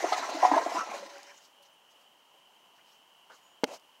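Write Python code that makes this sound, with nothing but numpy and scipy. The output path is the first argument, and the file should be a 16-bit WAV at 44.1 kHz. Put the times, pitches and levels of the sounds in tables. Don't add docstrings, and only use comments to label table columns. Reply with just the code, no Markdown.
import sys
import numpy as np
from scipy import signal
from scipy.fft import rfft, irfft, next_fast_len
from scipy.io import wavfile
from scipy.ndimage import uniform_filter1d, map_coordinates

SR = 44100
rng = np.random.default_rng(int(sys.argv[2]) if len(sys.argv) > 2 else 0)


def log_audio(samples):
    frames = np.atleast_2d(samples).T
    limited = np.clip(frames, -1, 1)
    pcm = np.round(limited * 32767).astype(np.int16)
    wavfile.write(sys.argv[1], SR, pcm)


N = 176400

# (time [s], level [dB])
SPLASH_LEVEL = [(0, -38.5), (.1, -42.5), (.135, -37), (.16, -41), (.29, -43.5), (.33, -46.5), (.41, -44),
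                (.45, -41), (.5, -43.5), (.545, -41.5), (.69, -46), (.79, -41.5), (.86, -53), (.95, -45),
                (1.02, -52.5), (1.3, -59), (1.52, -78), (2.4, -98)]
# (time [s], length [s], level [dB])
HISS_BURSTS = [(1.287, 0.15, -65.5), (1.402, 0.093, -61), (1.623, 0.065, -67), (1.896, 0.042, -66.5),
               (2, 0.041, -68), (2.737, 0.066, -70), (2.82, 0.18, -66.5), (3.298, 0.11, -64)]
# (frequency [Hz], gain [dB])
HISS_SPECTRUM = [(100, -37), (1500, -14), (3500, -6), (5000, 0), (6500, -0.5), (9000, -15), (15500, -16.5)]


def gulps(attack_s=0.0013, rise=0.11, roughness=0.33, spray_db=-24, spray_peak_s=0.0083):
    # (time [s], level [dB], pitch [Hz], length [s])
    pockets = [(.040, -16.5, 666, 0.021), (0.0407, -23.5, 376, 0.019), (.122, -14.5, 776, 0.018),
               (0.125, -25.5, 1252, 0.022), (0.131, -22.5, 710, 0.015), (.18, -21.5, 750, 0.01),
               (0.226, -23, 895, .015), (.232, -31, 1280, 0.027), (0.241, -32.5, 1052, 0.037),
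               (0.29, -31.5, 618, 0.027), (.344, -34.5, 302, 0.051), (.369, -28, 630, 0.019),
               (0.426, -19, 1008, 0.042), (.427, -15.5, 674, 0.028), (0.434, -13, 820, 0.025),
               (.447, -13.5, 1000, 0.026), (.449, -11.5, 725, 0.025), (.5135, -14, 916, 0.019),
               (.514, -17, 670, 0.016), (.516, -23, 285, 0.031), (.536, -19, 890, .018),
               (.537, -29, 1602, 0.044), (0.546, -18.5, 820, .02), (0.557, -33, 340, .03),
               (0.566, -16, 656, .023), (0.576, -15, 929, 0.032), (.661, -20.5, 680, 0.019),
               (.662, -32, 287, 0.017), (0.681, -35, 1030, 0.028), (0.719, -27.5, 683, 0.019),
               (0.743, -38, 292, 0.034), (.78, -35.5, 190, 0.038), (0.887, -35, 1040, 0.025),
               (.939, -35, 546, 0.062), (1, -47, 197, 0.12), (1.024, -36, 539, 0.049)]
    # (frequency [Hz], gain [dB])
    spray_spectrum = [(100, -38.5), (700, -10), (1350, 5.5), (1600, -9), (2050, 5.5), (2500, -5),
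                      (4000, -10), (7000, -5.5), (15000, -40.5)]
    tones, spray_power, t = np.zeros(N), np.zeros(N), np.arange(SR // 8) / SR
    spray_shape = t / spray_peak_s * np.exp(1 - t / spray_peak_s)
    for start, db, hz, length in pockets:
        age = np.minimum(t / length, 2)
        drift = roughness * np.cumsum(rng.standard_normal(len(t))) * np.sqrt(hz / SR)
        phase = 2 * np.pi * hz * t * (1 + rise * age / 2) + uniform_filter1d(drift, size=24)
        add(tones, start, amp(db - 60 * age ** 2) * np.sin(phase) * (1 - np.exp(-t / attack_s)))
        add(spray_power, start, (amp(db + spray_db) * spray_shape) ** 2)
    return tones + np.sqrt(spray_power) * noise(spray_spectrum)


def slurp(start=0.745, length=0.072, from_hz=900, to_hz=1380, t60=0.036, count=44):
    out = np.zeros(N)
    for k, (late, detune, louder) in enumerate(rng.uniform(-0.99, 1, (count, 3))):
        progress = (k + late) / count
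        hz = (from_hz + (to_hz - from_hz) * progress) * np.exp(0.208 * detune)
        db = -31 + 2 * louder + 2.6 * (progress - 0.5)
        add(out, start + length * progress, amp(db) * bubble(hz, t60))
    return out


def churn():
    # (time [s], level [dB])
    flow = [(0, -37), (.2, -40.5), (.3, -40.5), (.41, -39.5), (.46, -37.5), (.505, -39), (.56, -29),
            (.64, -38.5), (.77, -37), (.85, -46.5), (.94, -39), (1.0, -50.5), (1.1, -57), (1.3, -64.5),
            (1.5, -84), (1.8, -84)]
    # (frequency [Hz], gain [dB])
    spectrum = [(30, -56.5), (100, -42), (180, -14.5), (280, -5.5), (480, -5), (680, -0.5), (1050, 4),
                (1450, -6), (2050, -3), (2500, -8), (4000, -21), (9000, -71.5)]
    cloud = bubbles(900, hz=777.7, spread=0.453, cycles=20, scatter_db=3.5, rise=0.25, samples=1200)
    water = unit(colour(cloud + amp(1) * rng.standard_normal(N), spectrum))
    return water * level(flow) * amp(1.2 * wobble(45))


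def bowl(water, detune=0.026):
    # (frequency [Hz], gain [dB], t60 [s])
    modes = [(290, -4, 0.12), (384, -5.5, 0.12), (644, -8, 0.073), (719.5, -7, 0.11), (857, -5.5, 0.067),
             (987, -3, 0.15), (1057, -5, 0.15), (1324, 2, 0.082), (1642, 4, 0.13), (1790, -8.5, 0.14),
             (1976, 7.5, 0.13), (2200, -12, 0.14)]
    ring = np.zeros(N)
    for hz, db, t60 in modes:
        drifting_hz = hz * (1 + detune * wobble(14))
        carrier = np.exp(2j * np.pi * np.cumsum(drifting_hz) / SR)
        pole = amp(-60 / (t60 * SR))
        ring += 2 * amp(db) * (carrier * signal.lfilter([1 - pole], [1, -pole], water / carrier)).real
    return amp(-1.5) * water + amp(4.5) * ring


def splash(grain):
    # (frequency [Hz], gain [dB])
    spectrum = [(100, -32), (600, -10), (1900, 2.5), (2500, -2.5), (3400, -6), (4100, -3), (5000, -4.5),
                (6200, -1.5), (7500, -9.5), (9000, -18.5), (12000, -22.5), (15500, -31.5)]
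    outflow = unit(colour(grain, spectrum)) * level(SPLASH_LEVEL) * amp(1.73 * wobble(70.1))
    spurts = sum(amp(db) * swell(start, length / 2, 0, length / 2)
                 for start, length, db in HISS_BURSTS[:-1])
    return outflow + unit(colour(grain, HISS_SPECTRUM)) * spurts


def swishes():
    # (time [s], length [s], level [dB], pitch [Hz], pitch spread [log ratio])
    swarms = [(0.111, 0.046, -38, 4140, 0.1), (0.157, 0.076, -44, 4340, 0.065),
              (0.284, 0.098, -46, 4200, 0.072), (.74, 0.1, -47.5, 5900, 0.056),
              (1.358, 0.038, -59, 6600, 0.048), (1.618, 0.026, -63, 8200, 0.47),
              (1.721, 0.034, -73.5, 10000, .07)]
    out = np.zeros(N)
    for start, length, db, hz, spread in swarms:
        swarm = bubbles(1000, hz, spread, cycles=53, scatter_db=-0.5, rise=0, samples=400)
        out += amp(db) * swell(start, length / 2, 0, length / 2) * swarm
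    return out


def crackle():
    fizz = bubbles(1600, hz=9120, spread=0.27, cycles=13.46, scatter_db=6, rise=0, samples=120)
    return amp(-22) * level(SPLASH_LEVEL) * fizz


def drips(t60=0.013):
    # (time [s], peak level [dB])
    drops = [(1.182, -45.5), (1.231, -38), (3.797, -55)]
    # (frequency [Hz], gain [dB])
    spectrum = [(2000, -23), (5000, 6), (8000, 0), (16000, -17)]
    out, t = np.zeros(N), np.arange(SR // 30) / SR
    for start, db in drops:
        tick = colour(rng.standard_normal(len(t)) * amp(-60 * t / t60), spectrum)
        add(out, start, amp(db) * tick / np.abs(tick).max())
    return out


def drain():
    # (frequency [Hz], relative level [dB])
    tones = [(567, 2.5), (403, -9), (803, -5)]
    # (time [s], level [dB])
    fits = [(.8, -79), (.94, -52), (1.09, -59.5), (1.17, -48), (1.23, -65), (1.29, -61), (1.4, -73),
            (1.56, -83.5), (1.61, -65), (1.75, -83)]
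    hum = sum(amp(db + 2.8 * wobble(20)) * np.sin(2 * np.pi * hz * clock() + wobble(30))
              for hz, db in tones)
    return unit(hum) * level(fits)


def gurgles(t60=0.032, spread=0.188, count=10):
    # (time [s], length [s], level per bubble [dB], pitch [Hz])
    clusters = [(1.152, 0.055, -51, 1780), (1.266, 0.057, -51.5, 1835), (2.333, .04, -57.5, 685),
                (2.77, 0.046, -62.5, 1920)]
    out = np.zeros(N)
    for start, length, db, hz in clusters:
        for when, detune in zip(rng.random(count), rng.standard_normal(count)):
            add(out, start + length * when, amp(db) * bubble(hz * np.exp(spread * detune), t60))
    return out


def puffs():
    # (time [s], level [dB], length [s])
    pushes = [(0.423, -59.5, 0.016), (0.522, -57, 0.018)]
    out = np.zeros(N)
    for start, db, length in pushes:
        progress = np.clip((clock() - start) / length, 0, 1)
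        out += amp(db) * np.sin(2 * np.pi * progress) * np.sin(np.pi * progress)
    return out


def knock():
    # (frequency [Hz], relative level [dB], t60 [s])
    modes = [(267, -1.5, 0.036), (456, 1.5, 0.022), (588, -1.5, 0.044), (848, -0.5, 0.029),
             (980, -9, 0.016), (1470, -9, .018), (2130, -6, 0.022)]
    # (time [s], thump peak [dB], click peak [dB])
    contacts = [(3.6355, -13.5, -33), (3.6391, -34, -24.5), (3.6398, -26, -22.5), (3.6417, -18.5, -11.5)]
    # (frequency [Hz], gain [dB])
    thump_spectrum = [(25, -31), (90, -27.5), (260, 4.5), (1000, 1.5), (2200, -2.5), (3500, -21.5)]
    click_spectrum = [(60, -32), (900, 11.5), (2200, -2.5), (3000, 4.5), (4200, 0.5), (6200, 3.5),
                      (7800, -14), (16000, -25)]
    out, t = np.zeros(N), np.arange(SR // 8) / SR
    ring = sum(amp(db - 60 * t / t60) * np.sin(2 * np.pi * hz * t) for hz, db, t60 in modes)
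    thump = colour(ring, thump_spectrum)
    click_decay = amp(-60 * t / 0.0026) + amp(-24 - 60 * t / 0.03)
    for start, thump_db, click_db in contacts:
        click = colour(rng.standard_normal(len(t)) * click_decay, click_spectrum)
        add(out, start, amp(thump_db) * thump / np.abs(thump).max())
        add(out, start, amp(click_db) * click / np.abs(click).max())
    return out


def rub(from_hz=280, to_hz=750, roughness=1.4):
    # (frequency [Hz], gain [dB])
    spectrum = [(47, -65), (80, -41), (216, -11.5), (374, -10), (446, -5), (607, 4), (1710, -16),
                (2970, -10), (3390, -20.5), (6560, -18), (15500, -41)]
    stroke = swell(3.657, 0.025, 0.066, 0.033)
    hz = np.interp(clock(), [3.67, 3.76], [from_hz, to_hz])
    scrape = amp(-52) * np.sin(2 * np.pi * np.cumsum(hz) / SR + roughness * wobble(200))
    friction = (amp(-47.5) * noise(spectrum) + scrape) * amp(1.9 * wobble(400))
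    hiss = amp(-52.5) * swell(3.7, 0.045, 0, 0.042) * noise(HISS_SPECTRUM)
    return stroke * friction + hiss


def scuff():
    # (frequency [Hz], gain [dB])
    spectrum = [(60, -45), (300, -1), (900, 4.5), (1500, 8.5), (1900, -5), (5000, -14), (9000, -27),
                (15000, -47)]
    return amp(-53.5) * swell(3.298, 0.002, 0.02, 0.05) * noise(spectrum)


def scuff_hiss(grain):
    start, length, db = HISS_BURSTS[-1]
    return amp(db) * swell(start, length / 2, 0, length / 2) * unit(colour(grain, HISS_SPECTRUM))


def walls(x, t60, wet_db):
    t = np.arange(SR // 3) / SR
    tail = rng.standard_normal(len(t)) * amp(-60 * t / t60) * (1 - np.exp(-t / 0.0036))
    return x + amp(wet_db) * signal.fftconvolve(x, tail / np.linalg.norm(tail))[:N]


def background():
    # (frequency [Hz], gain [dB])
    air_spectrum = [(25, -33.5), (90, -21.5), (200, -10), (500, -5.5), (950, 2), (1300, -6), (2100, -10.5),
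                    (3700, -14.5), (6500, -16), (9000, -20), (15500, -22)]
    chorus_spectrum = [(1800, -40.5), (2550, -18.5), (2850, -5.5), (3020, -3), (3220, -8), (3500, -30.5),
                       (4200, -68)]
    whistle_gain = amp(-70 + 3 * wobble(45)) * swell(3.42, 0.012, 0.03, 0.1)
    whistle = whistle_gain * np.sin(2 * np.pi * 6860 * clock() + 0.6 * wobble(120))
    air = amp(-64.5) * noise(air_spectrum) * amp(0.496 * wobble(13))
    chorus = amp(-65.5) * noise(chorus_spectrum) * amp(1.05 * wobble(25.4))
    return air + chorus + whistle


def bubble(hz, t60):
    t = np.arange(SR // 20) / SR
    return amp(-60 * t / t60) * np.sin(2 * np.pi * hz * t) * (1 - np.exp(-t * hz))


def bubbles(per_s, hz, spread, cycles, scatter_db, rise, samples):
    draws = rng.random((24000, 4))[:int(per_s * N / SR)]
    when, radius, angle, strength = np.clip(draws, 1e-6, 1).T[..., None]
    detune = np.sqrt(-2 * np.log(radius)) * np.cos(2 * np.pi * angle)
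    pitch = np.clip(hz * np.exp(spread * detune), 150, 15000)
    turns = pitch * np.arange(samples) / SR
    age = np.minimum(turns / cycles, 2)
    envelope = amp(-60 * age) * (1 - np.exp(-2 * turns))
    tones = envelope * np.sin(2 * np.pi * turns * (1 + rise * age / 2))
    gains = amp(scatter_db * np.minimum(-np.log(strength), np.pi))
    positions = (when * N).astype(int) + np.arange(samples)
    return unit(np.bincount(positions.ravel(), (tones * gains).ravel(), N)[:N])


def grainy_noise(depth_db=2.0):
    pings = bubbles(1500, hz=4205, spread=0.555, cycles=78, scatter_db=-0.5, rise=0.081, samples=600)
    frames = signal.stft(pings + amp(7.5) * rng.standard_normal(N), nperseg=512)[2]
    bands = uniform_filter1d(rng.standard_normal(frames.shape), size=7, axis=0)
    patches = unit(uniform_filter1d(bands, size=9, axis=1))
    return signal.istft(frames * amp(depth_db * patches), nperseg=512)[1][:N]


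def colour(x, points):
    size = 2 * next_fast_len(len(x) // 2 + 4096)
    hz, db = np.transpose(points)
    gain = amp(np.interp(np.log(np.fft.rfftfreq(size, 1 / SR) + 1), np.log(hz), db))
    cepstrum = irfft(np.log(gain))
    cepstrum[1:size // 2] *= 2
    cepstrum[size // 2 + 1:] = 0
    return irfft(rfft(x, size) * np.exp(rfft(cepstrum)))[:len(x)]


def noise(points):
    return unit(colour(rng.standard_normal(N), points))


def wobble(rate):
    return map_coordinates(rng.standard_normal(2048), [clock() * rate], mode="wrap")


def swell(start, attack, hold, release):
    return np.interp(clock(), start + np.cumsum([0, attack, hold, release]), [0, 1, 1, 0])


def level(points):
    return amp(np.interp(clock(), *np.transpose(points)))


def add(track, start, x):
    part = track[round(start * SR):][:len(x)]
    part += x[:len(part)]


def amp(db):
    return 10 ** (np.asarray(db) / 20)


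def unit(x):
    return x / np.sqrt(np.mean(x ** 2) + 1e-20)


def clock():
    return np.arange(N) / SR


def scene():
    # (frequency [Hz], gain [dB])
    gulp_spectrum = [(25, -61), (100, -37), (170, -19), (260, 1.5), (2000, -2), (8000, -7)]
    trap = churn() + colour(gulps() + slurp(), gulp_spectrum)
    toilet = bowl(trap) + drain() + gurgles()
    grain = grainy_noise()
    floor = splash(grain) + drips() + swishes() + crackle()
    nearby = walls(toilet + floor + scuff_hiss(grain), t60=0.16, wet_db=-11.5)
    close = puffs() + rub() + scuff() + knock()
    return (nearby + close + background())[None]


def record(dry):
    top_hz = 15800
    size = next_fast_len(N + SR // 2)
    passband = np.fft.rfftfreq(size, 1 / SR) < top_hz
    return irfft(rfft(dry, size) * passband, size)[..., :N]


dry = scene()
out = record(dry)
log_audio(out)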